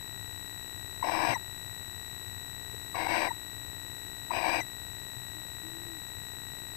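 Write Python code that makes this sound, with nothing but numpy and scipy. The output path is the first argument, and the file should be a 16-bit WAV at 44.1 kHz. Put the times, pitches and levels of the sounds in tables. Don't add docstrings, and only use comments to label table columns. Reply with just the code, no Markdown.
import sys
import numpy as np
from scipy import signal
from scipy.fft import rfft, irfft
from scipy.io import wavfile
from scipy.ndimage import uniform_filter1d

SR = 44100
rng = np.random.default_rng(int(sys.argv[2]) if len(sys.argv) > 2 else 0)


def dump(signal):
    limited = np.clip(np.atleast_2d(signal).T, -1, 1)
    pcm = np.round(limited * 32767).astype(np.int16)
    wavfile.write(sys.argv[1], SR, pcm)


N = 298116

# low throat level/dB,
# upper throat level/dB, beak hiss level/dB, whistle level/dB, beak gap first f/Hz, beak gap last f/Hz
SCREECH_LEVELS = [(-32, -35.5, -45.5, -38.5, 5400, 5050), (-32.5, -34, -45.5, -37, 4800, 4960),
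                  (-33, -35.5, -45, -34, 4900, 5020)]
# t/s, effort level/dB re full, strained whistle f/Hz
EFFORT_CURVES = [
    [(1.03, -10, 2140), (1.07, -5.5, 2290), (1.12, -2, 2310), (1.19, -2.5, 2270), (1.304, 0.5, 2330),
     (1.345, -2, 2140)],
    [(2.94, -22, 2220), (2.955, -5.5, 2200), (3.0, -4, 2200), (3.066, -3.5, 2120), (3.158, 0, 2250),
     (3.254, -2, 2280), (3.28, -4.5, 2160), (3.295, -17, 2100)],
    [(4.305, -11, 2440), (4.322, -11, 2440), (4.334, -5.5, 2430), (4.366, -2.5, 2480), (4.406, -4.5, 2390),
     (4.466, -2, 2260), (4.552, -1, 2480), (4.61, -4, 2250)],
]
# f/Hz, width/Hz, relative level/dB
LOW_THROAT_MODES = [(328.5, 52, 1), (763, 247, 9.5), (924, 185, 8.5), (1180, 430, -27)]
UPPER_THROAT_MODES = [(1682, 570, 11.5), (1889, 157, 4), (2116, 188, 5), (2710, 79, 0.5), (3290, 285, -6.5),
                      (3800, 460, -5.5)]
BEAK_MODES = [(4760, 220, -10), (4850, 550, 3), (5316, 340, 17.5), (5680, 420, 15.5), (6020, 170, 11.5),
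              (8000, 1400, 19), (11100, 1500, -2), (13200, 300, -3)]
# centre t/s, half length/ms, level/dB
VOICE_CATCHES = [(1.045, 8, 2), (1.106, 6, -4), (2.976, 3.1, -11), (3.041, 3, -9), (3.059, 6.1, -6.5),
                 (3.078, 6.3, -14), (4.408, 1.7, -18), (4.436, 2.8, -10)]
# f/Hz, width/Hz
WALL_CANCELLATIONS = [(420, 58), (1330, 244), (4200, 250), (7000, 1900)]
LOW_FOLLOWS, UPPER_FOLLOWS, HISS_FOLLOWS, WHISTLE_FOLLOWS = 0.7, 1.4, 1.57, 1.53
GAP_SETTLES = 0.81
SLAP_HZ, SLAP_RATE_SPREAD_DB, SLAP_SIZE_LIMIT_DB = 260.0, 5.0, 6.7


def screech(levels, curve):
    low_db, upper_db, hiss_db, whistle_db, first_gap_hz, last_gap_hz = levels
    times, effort_points, whistle_points = np.transpose(curve)
    t = np.arange(times[0], times[-1], 1 / SR)
    effort = np.interp(t, times, effort_points)
    whistle_hz = np.interp(t, times, whistle_points)
    low_db = low_db + LOW_FOLLOWS * effort
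    upper_db = upper_db + UPPER_FOLLOWS * effort
    hiss_db = hiss_db + HISS_FOLLOWS * effort
    whistle_db = whistle_db + WHISTLE_FOLLOWS * effort
    gap_share = np.linspace(0, 1, len(t)) ** GAP_SETTLES
    gap_hz = first_gap_hz + (last_gap_hz - first_gap_hz) * gap_share

    wander, size, air = rng.standard_normal((len(t), 3)).T
    slap_rate = SLAP_HZ * gain_of(SLAP_RATE_SPREAD_DB * evened(uniform_filter1d(wander, 150)))
    turns = np.cumsum(slap_rate) / SR
    slaps = np.diff(np.floor(turns), prepend=0) * gain_of(SLAP_SIZE_LIMIT_DB * np.tanh(size))
    puffs = (3.7 + evened(signal.lfilter([1], [1, -.98], slaps))) * air

    voice = gain_of(whistle_db) * steadied(whistle(whistle_hz, puffs), 0.69)
    for modes, level_db, rough in [(LOW_THROAT_MODES, low_db, .35),
                                   (UPPER_THROAT_MODES, upper_db, .6),
                                   (BEAK_MODES, hiss_db, .85)]:
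        drive = (1 - rough) * evened(slaps) + rough * evened(puffs)
        rings = sum(gain_of(db) * evened(resonate(drive, hz, width)) for hz, width, db in modes)
        voice = voice + gain_of(level_db) * steadied(rings, 0.37)
    voice = voice + gain_of(hiss_db - 5.0) * evened(resonate(puffs, gap_hz, 340.0))

    for centre, half_ms, db in VOICE_CATCHES:
        voice = voice * gain_of(db * np.exp(-((t - centre) * 1000 / half_ms) ** 4))
    for hz, width in WALL_CANCELLATIONS:
        voice = signal.lfilter(*signal.iirnotch(hz, hz / width, SR), voice)
    return times[0], voice * signal.windows.tukey(len(t), .04)


def whistle(hz, air):
    swing = signal.hilbert(evened(resonate(air, hz, 250.0)))
    octave = swing ** 2 / (abs(swing) + 1e-9)
    return (swing + gain_of(-14.5) * octave).real


# centre t/s, fundamental level/dB, f/Hz, glide/(Hz per ms), nominal length/ms
CLEAN_CHIRPS = [(1.03, -23.5, 976, 2.5, 8.9), (1.363, -30.5, 958, -11.5, 24), (2.95, -37.5, 1124, -10, 18),
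                (3.313, -29.5, 940, 0, 18), (4.31, -26.5, 962, -2.5, 11), (4.316, -29, 1034, -1, 4.6)]
CHIRP_OCTAVE_DB, CHIRP_THIRD_DB = -15.5, -36
# centre t/s, fundamental level/dB, f/Hz, glide/(Hz per ms),
# nominal length/ms, third partial level/dB
END_SQUEAKS = [(1.351, -32.5, 1943, -10, 24, -10), (3.291, -35, 1930, -5, 16, -23),
               (4.614, -35.5, 2000, -4, 30, -9)]
SQUEAK_OCTAVE_DB = -30
# centre t/s, fundamental level/dB, f/Hz
THROAT_POPS = [(1.062, -32, 820), (1.079, -32, 920), (1.088, -20.5, 885), (1.096, -23, 900),
               (1.121, -26, 835), (1.152, -22, 940), (1.192, -23, 890), (1.205, -26, 884),
               (1.238, -21, 880), (1.250, -20.5, 954), (2.957, -42, 856), (2.970, -31, 896),
               (3.049, -35, 870), (3.071, -23, 850), (4.403, -29, 840), (4.431, -27, 855),
               (4.446, -23.5, 864), (4.462, -27, 820), (4.469, -25.5, 830), (4.484, -24, 840)]
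POP_MS, POP_OCTAVE_DB, POP_THIRD_DB = 4.59, -16, -30


def chirp(centre, db, hz, glide, length_ms, octave_db, third_db):
    ms = np.arange(-length_ms, length_ms, 1000 / SR)
    wander_hz = 35.0 * evened(uniform_filter1d(rng.standard_normal(len(ms)), 60))
    phase = 2 * np.pi * np.cumsum(hz + glide * ms + wander_hz) / SR
    octave = gain_of(octave_db) * np.sin(2 * phase)
    third = gain_of(third_db - 20. * np.maximum(ms / length_ms, 0)) * np.sin(3 * phase)
    tone = np.sin(phase) + octave + third
    swell = np.exp(-(2 * ms / length_ms) ** 4 - (2.5 * ms / length_ms) ** 2)
    return centre - length_ms / 1000, gain_of(db) * tone * swell


# lead before first line t/s, length t/s, height re line current
FAST_SCAN_TIMING = (59.9424, .0131697, 3933.755, 5.947e-5, .001133, .000203, 1.03)
SLOW_SCAN_TIMING = (24.9544, .0138272, 1909.02, 1.438e-4, .000764, .031984, .84)
LINES_PER_FRAME = 59


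def scan(timing, db, coupling_hz, drain_hz, spike_us):
    frame_hz, start, line_hz, pause, lead, length, height = timing
    size = 2 ** 15
    hz = frame_hz * np.arange(1, size // 2 + 1)
    s = 2j * np.pi * hz

    def pulse(begin, duration):
        return (np.exp(-s * begin) - np.exp(-s * (begin + duration))) / s

    line_delay = np.exp(-s / line_hz)
    line_train = (1 - line_delay ** LINES_PER_FRAME) / (1 - line_delay)
    current = pulse(start, 1 / line_hz - pause) * line_train
    current = current + height * pulse(start - lead, length)
    current = current * hz / (hz - 1j * coupling_hz) * hz / (hz - 1j * drain_hz)
    current = current * (1 + s * spike_us / 1e6)
    current = current * np.where(hz < 13650, 1, gain_of(-24)) * (hz < 16500)
    frame = irfft(np.r_[0, current]) * size * frame_hz
    place = np.arange(N) * frame_hz / SR % 1 * size
    return gain_of(db) * np.interp(place, np.arange(size), frame, period=size)


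# t/s, strength level/dB, pitch factor
BOX_KNOCKS = [(1.286, -23.5, 0.84), (2.741, -31.5, 3.1), (6.525, -38, 0.95)]
# f/Hz, relative level/dB, t60/s
PANEL_MODES = [(141, 8.5, 0.069), (206, 3.5, 0.043), (330, 0, 0.021)]


def knock(s, db, pitch):
    t = np.arange(SR // 5) / SR * pitch
    ring = sum(gain_of(d - 60 * t / t60) * np.sin(2 * np.pi * f * t) for f, d, t60 in PANEL_MODES)
    return s, gain_of(db) * ring * (1 - np.exp(-t / 0.029))


# start t/s, length t/s, end f/Hz, arch height f/Hz, time share of the pitch peak,
# rms level/dB before thinning and fades
FAR_HOOTS = [(5.342, 0.074, 300, 20, 0.18, -56.5), (5.607, .41, 304.4, 38, 0.61, -53.5)]
HOOT_THINS_DB, HOOT_SOFT, HOOT_WAVER_DB = -7, 0.3, 1.5


def hoot(s, length, end_hz, arch_hz, top, db):
    share = np.linspace(0, 1, round(length * SR))
    arch = np.interp(share, [0, top, 1], [.3, 1, 0])
    smooth = uniform_filter1d(uniform_filter1d(rng.standard_normal(len(share)), 900), 900)
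    tone = np.sqrt(2) * np.sin(2 * np.pi * np.cumsum(end_hz + arch_hz * arch) / SR)
    level_db = db + HOOT_THINS_DB * arch ** 7.4 + HOOT_WAVER_DB * evened(smooth)
    return s, gain_of(level_db) * tone * signal.windows.tukey(len(share), HOOT_SOFT)


# f/Hz, width/Hz, rms level/dB
IDLE_HUM = [(297, 33, -71), (582, 59, -85), (870, 120, -88.5)]


def idle_hum():
    return sum(gain_of(db) * steadied(resonate(rng.standard_normal(N), hz, width), .7)
               for hz, width, db in IDLE_HUM)


# f/Hz, level/(dB per Hz)
LIVE_FLOOR = [(20, -85.5), (60, -83.5), (95, -69), (130, -74.5), (200, -100), (320, -85.5), (500, -92),
              (900, -101), (2000, -100), (3300, -105), (4000, -103), (5000, -106), (8000, -104),
              (13400, -108), (13800, -135), (16000, -135)]
# f/Hz, level/(dB per Hz)
IDLE_FLOOR = [(20, -95), (120, -120), (900, -120), (2000, -128), (5000, -128), (9000, -140), (16000, -145)]


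def noise(points):
    hz = np.fft.rfftfreq(N, 1 / SR)
    f, db = np.transpose(points)
    shape = gain_of(np.interp(np.log(hz + 1), np.log(f), db))
    return irfft(rfft(rng.standard_normal(N)) * shape, N) * np.sqrt(SR / 2)


def gain_of(db):
    return 10 ** (np.asarray(db) / 20)


def evened(x):
    return x / np.sqrt(np.mean(x ** 2) + 1e-20)


def steadied(x, share):
    power = uniform_filter1d(x ** 2, SR // 50)
    return evened(x / (power + 1e-12) ** (share / 2))


def resonate(x, hz, width):
    turn = np.exp(2j * np.pi * np.cumsum(hz * np.ones(len(x))) / SR)
    r = np.exp(-np.pi * width / SR)
    smooth = signal.lfilter([(1 - r) ** 2], [1, -2 * r, r * r], x / turn)
    return 2 * (turn * smooth).real


def add(mix, s, sound):
    part = mix[round(s * SR):][:len(sound)]
    part += sound[:len(part)]


def scene():
    air = noise(LIVE_FLOOR)
    for levels, curve in zip(SCREECH_LEVELS, EFFORT_CURVES):
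        add(air, *screech(levels, curve))
    for row in CLEAN_CHIRPS:
        add(air, *chirp(*row, CHIRP_OCTAVE_DB, CHIRP_THIRD_DB))
    for *row, third_db in END_SQUEAKS:
        add(air, *chirp(*row, SQUEAK_OCTAVE_DB, third_db))
    for row in THROAT_POPS:
        add(air, *chirp(*row, 0, POP_MS, POP_OCTAVE_DB, POP_THIRD_DB))
    for row in BOX_KNOCKS:
        add(air, *knock(*row))
    for row in FAR_HOOTS:
        add(air, *hoot(*row))
    whine = scan(FAST_SCAN_TIMING, db=-38.5, coupling_hz=310, drain_hz=37, spike_us=4.9)
    buzz = scan(SLOW_SCAN_TIMING, db=-45.0, coupling_hz=213, drain_hz=8.0, spike_us=15.0)
    live = 2 * (air + whine + buzz)
    idle = idle_hum() + noise(IDLE_FLOOR)
    return np.array([live, idle])


EDGE_HZ = 15725


def record(dry):
    lowpass = signal.firwin(511, EDGE_HZ, window=("kaiser", 9), fs=SR)
    cut = signal.oaconvolve(dry, lowpass[None], "same")
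    return cut - np.array([[.0001], [.0007]])


dry = scene()
out = record(dry)
dump(out)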